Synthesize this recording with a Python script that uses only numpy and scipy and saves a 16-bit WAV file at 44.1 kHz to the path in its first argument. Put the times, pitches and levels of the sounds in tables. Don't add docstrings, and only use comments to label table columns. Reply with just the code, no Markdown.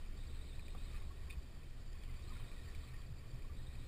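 import sys
import numpy as np
from scipy import signal
from scipy.fft import rfft, irfft, next_fast_len
from scipy.io import wavfile
from scipy.ndimage import uniform_filter1d, map_coordinates

SR = 44100
rng = np.random.default_rng(int(sys.argv[2]) if len(sys.argv) > 2 else 0)


def wav_record(signal):
    frames = np.transpose(np.atleast_2d(signal))
    bounded = np.clip(frames, -1, 1)
    quanta = np.round(bounded * 32767).astype(np.int16)
    wavfile.write(sys.argv[1], SR, quanta)


def gain_from_db(level_db):
    decades = np.asarray(level_db, float) / 20
    return 10 ** decades


N = 170667

# [time_s, mode1_db, mode2_db, mode3_db]
POLE_LEVELS = [(0, -46, -54, -74), (.35, -48.5, -52, -61), (.75, -49, -53.5, -64.5), (1.0, -45, -58, -68),
               (1.28, -55, -49.5, -61.5), (1.55, -54.5, -63.5, -66), (1.9, -47, -58, -63),
               (2.2, -48.5, -51.5, -63), (2.45, -47.5, -58, -59.5), (2.75, -51, -52, -58.5),
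               (3.3, -49, -56, -56.5), (3.87, -51.5, -54.5, -57.5)]
# [pitch_hz, width_hz]
POLE_MODES = [(25, 12.3), (70, 18.2), (119, 15)]
# [time_s, swell_db]
PUFFS = [
    [(.12, 2), (.3, 5), (.62, 4), (.76, 3), (.94, 10), (1.06, 10), (1.23, 5), (1.38, 4), (1.55, 5),
     (1.96, 6.5), (2.11, 6.5), (2.25, 2.5), (2.36, 4.5), (2.65, 5.5), (2.78, 6.5), (3.12, 4), (3.51, 8.5),
     (3.66, 1.5), (3.84, 3.5)],
    [(.3, 9.5), (.57, 10), (.78, 8.5), (.94, 14), (1.06, 10), (1.22, -1), (1.55, 7), (1.76, 10),
     (1.84, 3.5), (2.11, 11), (2.3, 3.5), (2.43, 8.5), (2.62, 2.5), (2.93, 6), (3.11, 8), (3.34, 9),
     (3.48, -2), (3.62, 5.5), (3.81, 5.5)],
]
# [pitch_hz, level_db per Hz]
WIND_SPECTRUM = [(5, -16.5), (10, -3), (45, -7.5), (130, -15.5), (200, -20.5), (330, -23.5), (900, -36),
                 (3000, -50)]
# [start_s, level_db, pitch_hz, t60_s, direction]
JOLTS = [
    (1.371, -33, 53.6, 0.096, -1),
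    (2.775, -31, 24.5, 0.17, 1),
    (3.091, -45.5, 145, 0.15, -1),
]
# [pitch_hz, width_hz, level_db]
HOUSING_MODES = [(1120, 167, -1), (1380, 164, -5.5), (1860, 180, 1.5), (2324, 270, -0.5), (2492, 154, 1),
                 (3084, 205, -3), (3390, 330, -5.5), (3726, 125, -3.5), (4100, 130, -8), (4610, 290, -2),
                 (5300, 540, -12.5)]
# [time_s, level_db]
WAKE_LEVEL = [(0, -67.5), (.12, -69.5), (.55, -69), (.8, -68.5), (.97, -63.5), (1.06, -72), (1.2, -69),
              (1.5, -72.5), (1.9, -71), (2.15, -66.5), (2.3, -66), (2.6, -67), (2.98, -66), (3.08, -72.5),
              (3.4, -71), (3.6, -72.5), (3.87, -68.5)]
# [start_s, peak_db, pitch_hz, spray_db over the peak]
TICKS = [(.06, -52, 2350, -2), (.441, -69, 2220, 3), (.594, -45, 2420, 0), (0.681, -44, 2420, 1),
         (.86, -57, 2570, 3), (1.929, -52.5, 4880, 5), (2.035, -50.5, 3290, 7), (2.096, -58, 2120, 1),
         (2.294, -53, 4930, 8), (2.368, -49.5, 2200, 3), (2.515, -48, 2386, 1), (2.742, -56, 2400, 5),
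         (2.748, -42.5, 2320, 4), (2.754, -50, 3930, 7), (3.017, -51, 3300, 6), (3.342, -54.5, 5430, 0),
         (3.421, -52, 2365, 4), (3.752, -49.5, 2510, 8.5), (3.823, -56, 2340, 5)]
# [start_s, level_db]
CHIRPS = [(.168, -73), (0.27, -72.5), (0.434, -81), (.558, -76), (.66, -74), (1.271, -76), (1.389, -77),
          (1.424, -75), (1.514, -77), (1.634, -78), (1.87, -75.5), (1.985, -74.5), (2.105, -74),
          (2.165, -74), (2.222, -74), (2.44, -82), (2.68, -75), (3.064, -75), (3.185, -74.5), (3.244, -78),
          (3.305, -75), (3.365, -78), (3.422, -76), (3.545, -75)]
# [start_s, level_db, clear_voice_db over it, opening_glide_db]
TURNS = [(.185, -62.5, -13, -16), (.29, -72.5, -0.5, 0.3), (.41, -71, 0, -2), (.528, -72.5, 0, 1.5),
         (.647, -69.5, -4, 0), (.778, -69.5, -1.5, 7), (.9, -72, -4, 3), (1.02, -67.5, -12, -2.5),
         (1.15, -71, -8.5, -5), (2.223, -74.5, 2.5, -23), (2.335, -68.5, -7, -1.5),
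         (2.458, -68.5, -4.5, -4), (2.575, -67, -8.5, -3), (2.7, -74, -11, 6), (2.815, -70, -7, 1),
         (3.565, -67, -10.5, 3), (3.668, -66, -10.5, 6), (3.785, -67.5, -9.5, -4)]
# [time_s, pitch_hz, level_db]
SQUEAK_ARC = [(0, 3600, 5.5), (.011, 3800, 3), (.022, 4060, -1.5), (.045, 4050, -8), (.058, 4180, 1.5),
              (0.085, 4190, -0.5), (.093, 3900, -9), (.102, 3720, 3), (.117, 3620, -7)]
# [pitch_hz, level_db, t60_s]
HULL_MODES = [(161, 10, 0.05), (487, 2, 0.056), (755, 5, 0.025), (1170, 8, 0.026)]
# [start_s, peak_db, pitch_hz]
GLUGS = [(0.8612, -57, 1160), (0.9417, -53.5, 1207), (0.9796, -65, 1860), (1.014, -55, 1080),
         (1.049, -62, 1050), (1.104, -51, 1113), (1.282, -57, 1090), (1.329, -57.5, 1110),
         (1.948, -59, 1080), (2.07, -66, 1010), (2.0914, -56, 2060), (2.187, -61, 1170), (2.26, -68, 1200),
         (2.281, -57, 1194), (2.303, -50.5, 1240), (2.318, -49.5, 1043), (2.36, -52.5, 1400),
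         (2.398, -54, 1130), (2.4007, -64, 1900), (2.508, -54, 1130), (2.562, -56, 1920),
         (2.588, -59, 1850), (2.612, -59, 1860), (2.655, -60, 1840), (2.675, -58, 1860), (2.698, -57, 1804),
         (2.803, -57, 1860), (2.83, -61, 1150), (2.848, -59, 1206), (2.936, -52.5, 1840),
         (2.983, -61, 1820), (3.444, -57, 1090), (3.496, -56, 1166), (3.597, -54.5, 1836)]
# [start_s, level_db]
RATTLE = [
    (1.2969, -62),
    (1.3015, -53.5),
    (1.3062, -51.5),
    (1.3125, -66),
    (1.325, -59),
    (1.337, -68),
]
# [pitch_hz, level_db, t60_s]
FITTING_MODES = [(2260, -1, 0.015), (2450, -8, 0.023), (2507, 6, 0.043), (3604, -4, 0.04), (3750, -6, .02),
                 (4500, -17, 0.017)]
# [pitch_hz, level_db per Hz]
PORT_HISS = [(50, -24), (110, -15), (200, 1), (500, -8), (1100, -12), (2500, -12), (4700, -10.5),
             (5600, -15)]
# [pitch_hz, level_db]
BAND_EDGE = [(5000, 0), (5400, -1.5), (5700, -4.5), (5950, -3), (6150, -33.5)]

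PUFF_S, CALM_DB = 0.028, -2.5
HEAVE_HZ, HEAVE_DB = 14.3, -53.5
WIND_DB, GUST_DB = -54, 0.97
LEAK_DB = -14.5
STILL_DB, FOAM_DB, GRAIN_DB = -68, 0.37, -5.5
GRAIN_HZ, GRAIN_SPREAD, GRAIN_CYCLES, GRAIN_SIZE_DB = 2091, 0.49, 6.3, 0.9
TICK_T60 = 0.019
CHIRP_HZ, CHIRP_RISE_HZ, CHIRP_S, CHIRP_DB = 4400, 367, 0.02, 8
SQUEAK_DB, OPENING_S = 3, 0.017
UNDER_HZ, UNDER_DB = 3775, -3
THUD_S, THUD_DB = 0.748, -55
GLUG_T60, GLUG_RISE_S, GLUG_DB = 0.049, 0.005, 2.5
MODE_SCATTER_DB = 1.2
PORTS_DB = -75.5
TOP_HZ, SIDE_TOP_HZ = 15320, 8900
SIDE_DROP_DB = -21


def unit(x):
    return x / np.sqrt(np.mean(x ** 2) + 1e-30)


def along(points, hz):
    f, v = np.transpose(points)
    return np.interp(np.log(hz + 1), np.log(f + 1), v)


def curves(rows):
    s, *cols = np.transpose(rows)
    return [np.interp(np.arange(N) / SR, s, c) for c in cols]


def wobble(rate):
    at = np.arange(0, N + 64, 32)
    knots = rng.standard_normal(int(N * 80 / SR) + 8)
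    coarse = map_coordinates(knots, [at * min(rate, 79) / SR])
    return np.interp(np.arange(N), at, coarse)


def coloured(x, gain):
    m = next_fast_len(N)
    return unit(irfft(rfft(x, m) * gain(np.fft.rfftfreq(m, 1 / SR)), m)[..., :N])


def filtered(x, gain):
    m = 2 * next_fast_len(N // 2 + SR // 4)
    cep = irfft(np.log(gain(np.fft.rfftfreq(m, 1 / SR)) + 1e-6), m)
    cep[1:m // 2] *= 2
    cep[m // 2 + 1:] = 0
    return irfft(rfft(x, m) * np.exp(rfft(cep)), m)[..., :N]


def peak(f, hz, width):
    return (f * width) ** 2 / ((hz * hz - f * f) ** 2 + (f * width) ** 2)


def patchy(patchy_db):
    z = signal.stft(rng.standard_normal(N + 512), nperseg=512)[2]
    field = uniform_filter1d(rng.standard_normal(z.shape), size=5, axis=0)
    field = uniform_filter1d(field, size=6, axis=1)
    return unit(signal.istft(z * gain_from_db(patchy_db * unit(field)), nperseg=512)[1][:N])


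def add(track, s, sound):
    part = track[round(s * SR):][:len(sound)]
    part += sound[:len(part)]


def ring(modes, attack):
    t = np.arange(SR // 10) / SR
    out = np.zeros(len(t))
    for hz, db, t60 in modes:
        level = db + MODE_SCATTER_DB * rng.normal()
        out += gain_from_db(level - 60 * t / t60) * np.sin(2 * np.pi * (hz * t + rng.random()))
    return (1 - np.exp(-t / attack)) * out


def housing(f):
    leak = gain_from_db(2 * LEAK_DB) * f ** 2 / (f ** 2 + 600 ** 2)
    modes = sum(gain_from_db(2 * db) * peak(f, hz, w) ** 1.2 for hz, w, db in HOUSING_MODES)
    return np.sqrt(leak + modes)


def spray_through_housing(spray):
    return filtered(spray, lambda f: housing(f) * f ** 2 / (f ** 2 + 1800 ** 2))


def sway(hz, width, size=5000):
    x = coloured(rng.standard_normal(N), lambda f: peak(f, hz, width) ** 1.41)
    power = uniform_filter1d(uniform_filter1d(x ** 2, size=size), size=size)
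    return unit(x / np.sqrt(np.abs(power) + 0.078))


def puffed(rows):
    t = np.arange(0, N + 64, 64) / SR
    swell = sum(db * np.exp(-0.5 * ((t - s) / PUFF_S) ** 2) for s, db in rows)
    return gain_from_db(np.interp(np.arange(N) / SR, t, CALM_DB + swell))


def wind():
    rumble = coloured(patchy(patchy_db=0.8), lambda f: gain_from_db(along(WIND_SPECTRUM, f)))
    out = gain_from_db(WIND_DB + GUST_DB * wobble(2.03)) * rumble
    out += gain_from_db(HEAVE_DB) * sway(HEAVE_HZ, 5.2)
    (low_hz, low_width), *upper_modes = POLE_MODES
    low_db, *upper_db = curves(POLE_LEVELS)
    out += gain_from_db(low_db) * sway(low_hz, low_width, size=3500)
    for (hz, width), db, puffs in zip(upper_modes, upper_db, PUFFS):
        out += gain_from_db(db) * puffed(puffs) * sway(hz, width, size=2200)
    return out


def small_bubbles(count=3000):
    start = (rng.random((count, 1)) * N).astype(int)
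    k = np.arange(300)
    hz = np.clip(GRAIN_HZ * np.exp(GRAIN_SPREAD * rng.standard_normal((count, 1))), 900, 5600)
    c = hz * k / SR / GRAIN_CYCLES
    size = gain_from_db(-GRAIN_SIZE_DB * np.log(rng.random((count, 1)) + 0.0032))
    tone = np.sin(2 * np.pi * GRAIN_CYCLES * c * (1 + 0.051 * c))
    drops = size * c * np.exp(-3.5 * c) * tone
    at = start + k
    track = np.bincount(at.ravel(), drops.ravel(), N + len(k))[:N]
    return unit(filtered(track, housing))


def wake():
    wash_db, = curves(WAKE_LEVEL)
    still = coloured(patchy(patchy_db=1.05), lambda f: housing(f) ** 0.5 * (f > 400))
    foam = coloured(patchy(patchy_db=3.0), housing)
    foam *= gain_from_db(FOAM_DB + 0.33 * wobble(9.6) + 0.7 * wobble(30))
    bubbles = gain_from_db(GRAIN_DB + 1.8 * wobble(5.73)) * small_bubbles()
    return gain_from_db(STILL_DB) * still + gain_from_db(wash_db) * (foam + bubbles)


def spray_ticks():
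    out, spray, t = np.zeros(N), np.zeros(N), np.arange(SR // 10) / SR
    for s, db, hz, spray_db in TICKS:
        add(out, s, gain_from_db(db) * ring([(hz, -2.5, TICK_T60)], attack=0.00077))
        burst = gain_from_db(db + spray_db - 60 * t / (1.1 * TICK_T60)) * (1 - np.exp(-t / 0.001))
        add(spray, s, burst * rng.standard_normal(len(t)))
    return out + spray_through_housing(spray)


def rotor_chirps():
    out = np.zeros(N)
    u = np.arange(int(CHIRP_S * SR)) / (CHIRP_S * SR)
    for start, level in CHIRPS:
        pitch = CHIRP_HZ * (1 + 0.0082 * rng.normal()) + CHIRP_RISE_HZ * u
        tone = np.sin(2 * np.pi * np.cumsum(pitch) / SR)
        add(out, start - CHIRP_S / 4, gain_from_db(level + CHIRP_DB) * np.sin(np.pi * u) * tone)
    return out


def rotor_squeaks():
    out = np.zeros(N)
    s, hz, db = np.transpose(SQUEAK_ARC)
    turn_t = np.arange(int(s[-1] * SR)) / SR
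    slip, flutter = wobble(55), wobble(70)
    rough = coloured(rng.standard_normal(N), lambda f: peak(f, UNDER_HZ, 320))
    for start, level, clear_db, opening_db in TURNS:
        part = slice(round(start * SR), round(start * SR) + len(turn_t))
        t = turn_t[:len(slip[part])]
        pitch = np.interp(t, s, hz) * (1 + 0.00376 * rng.normal()) + 30 * slip[part]
        opening = opening_db * np.exp(-(t / OPENING_S) ** 2)
        voice = gain_from_db(clear_db + opening + np.interp(t, s, db) + 3.7 * flutter[part])
        voice *= np.sin(2 * np.pi * np.cumsum(pitch) / SR) * np.minimum(t / 0.0042, 1)
        under = gain_from_db(UNDER_DB + 2.14 * slip[part]) * rough[part]
        under *= np.sin(np.pi * t / turn_t[-1]) ** 0.17
        under *= np.exp(clear_db / 8 * t / 0.07)
        add(out, start, gain_from_db(level + SQUEAK_DB) * (voice + under))
    return out


def hull_thud():
    out = np.zeros(N)
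    add(out, THUD_S, gain_from_db(THUD_DB) * ring(HULL_MODES, attack=0.0013))
    return out


def gurgles():
    out = np.zeros(N)
    for s, db, hz in GLUGS:
        add(out, s, gain_from_db(db + GLUG_DB) * ring([(hz, 0, GLUG_T60)], attack=GLUG_RISE_S))
    return out


def fitting_rattle():
    out, contact, t = np.zeros(N), np.zeros(N), np.arange(SR // 10) / SR
    for s, db in RATTLE:
        add(out, s, gain_from_db(db) * ring(FITTING_MODES, attack=0.00058))
        add(contact, s, gain_from_db(db + 7.5 - 60 * t / 0.088) * rng.standard_normal(len(t)))
    return out + spray_through_housing(contact)


def pole_jolts():
    out, t = np.zeros(N), np.arange(SR // 5) / SR
    for s, db, hz, t60, way in JOLTS:
        envelope = gain_from_db(db - 60 * t / t60) * (1 - np.exp(-t / 0.001))
        add(out, s, np.sign(way) * envelope * np.sin(2 * np.pi * hz * t))
    return out


def scene():
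    shared = wind() + wake() + spray_ticks() + rotor_chirps() + rotor_squeaks()
    shared += hull_thud() + gurgles() + fitting_rattle() + pole_jolts()
    own = gain_from_db(PORTS_DB) * coloured(rng.standard_normal(N), lambda f: gain_from_db(along(PORT_HISS, f)))
    return np.array([shared + own, shared - own])


def joint_stereo(x):
    f, _, z = signal.stft([x[0] + x[1], x[0] - x[1]], SR, nperseg=2048)
    bands = np.abs(z[:, :1024]).reshape(2, 64, 16, -1).mean(axis=2)
    drop_db = SIDE_DROP_DB + 5.5 * (np.arange(64)[:, None] > 20)
    keep = np.repeat(bands[1] > gain_from_db(drop_db) * bands[0], 16, axis=0)
    keep = np.pad(keep, ((0, 1), (0, 0)))
    keep[f < 700] = True
    keep[(f > SIDE_TOP_HZ) | (abs(f - 6000) < 300)] = False
    both = [z[0] * (f < TOP_HZ)[:, None], z[1] * keep]
    mid, side = signal.istft(both, SR, nperseg=2048)[1][:, :N] / 2
    return np.array([mid + side, mid - side])


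def top_cut(x):
    return signal.sosfilt(signal.butter(12, 15450, fs=SR, output="sos"), x)


def record(dry):
    limited = filtered(dry, lambda f: gain_from_db(along(BAND_EDGE, f)))
    slow = signal.resample_poly(limited, 40, 147, axis=1, window=("kaiser", 3.))
    held = signal.resample_poly(np.repeat(slow, 4, axis=1), 147, 160, axis=1)[:, :N]
    held = np.pad(held, ((0, 0), (0, N - held.shape[1])))
    mix = joint_stereo(held)
    return top_cut(mix)


dry = scene()
out = record(dry)
wav_record(out)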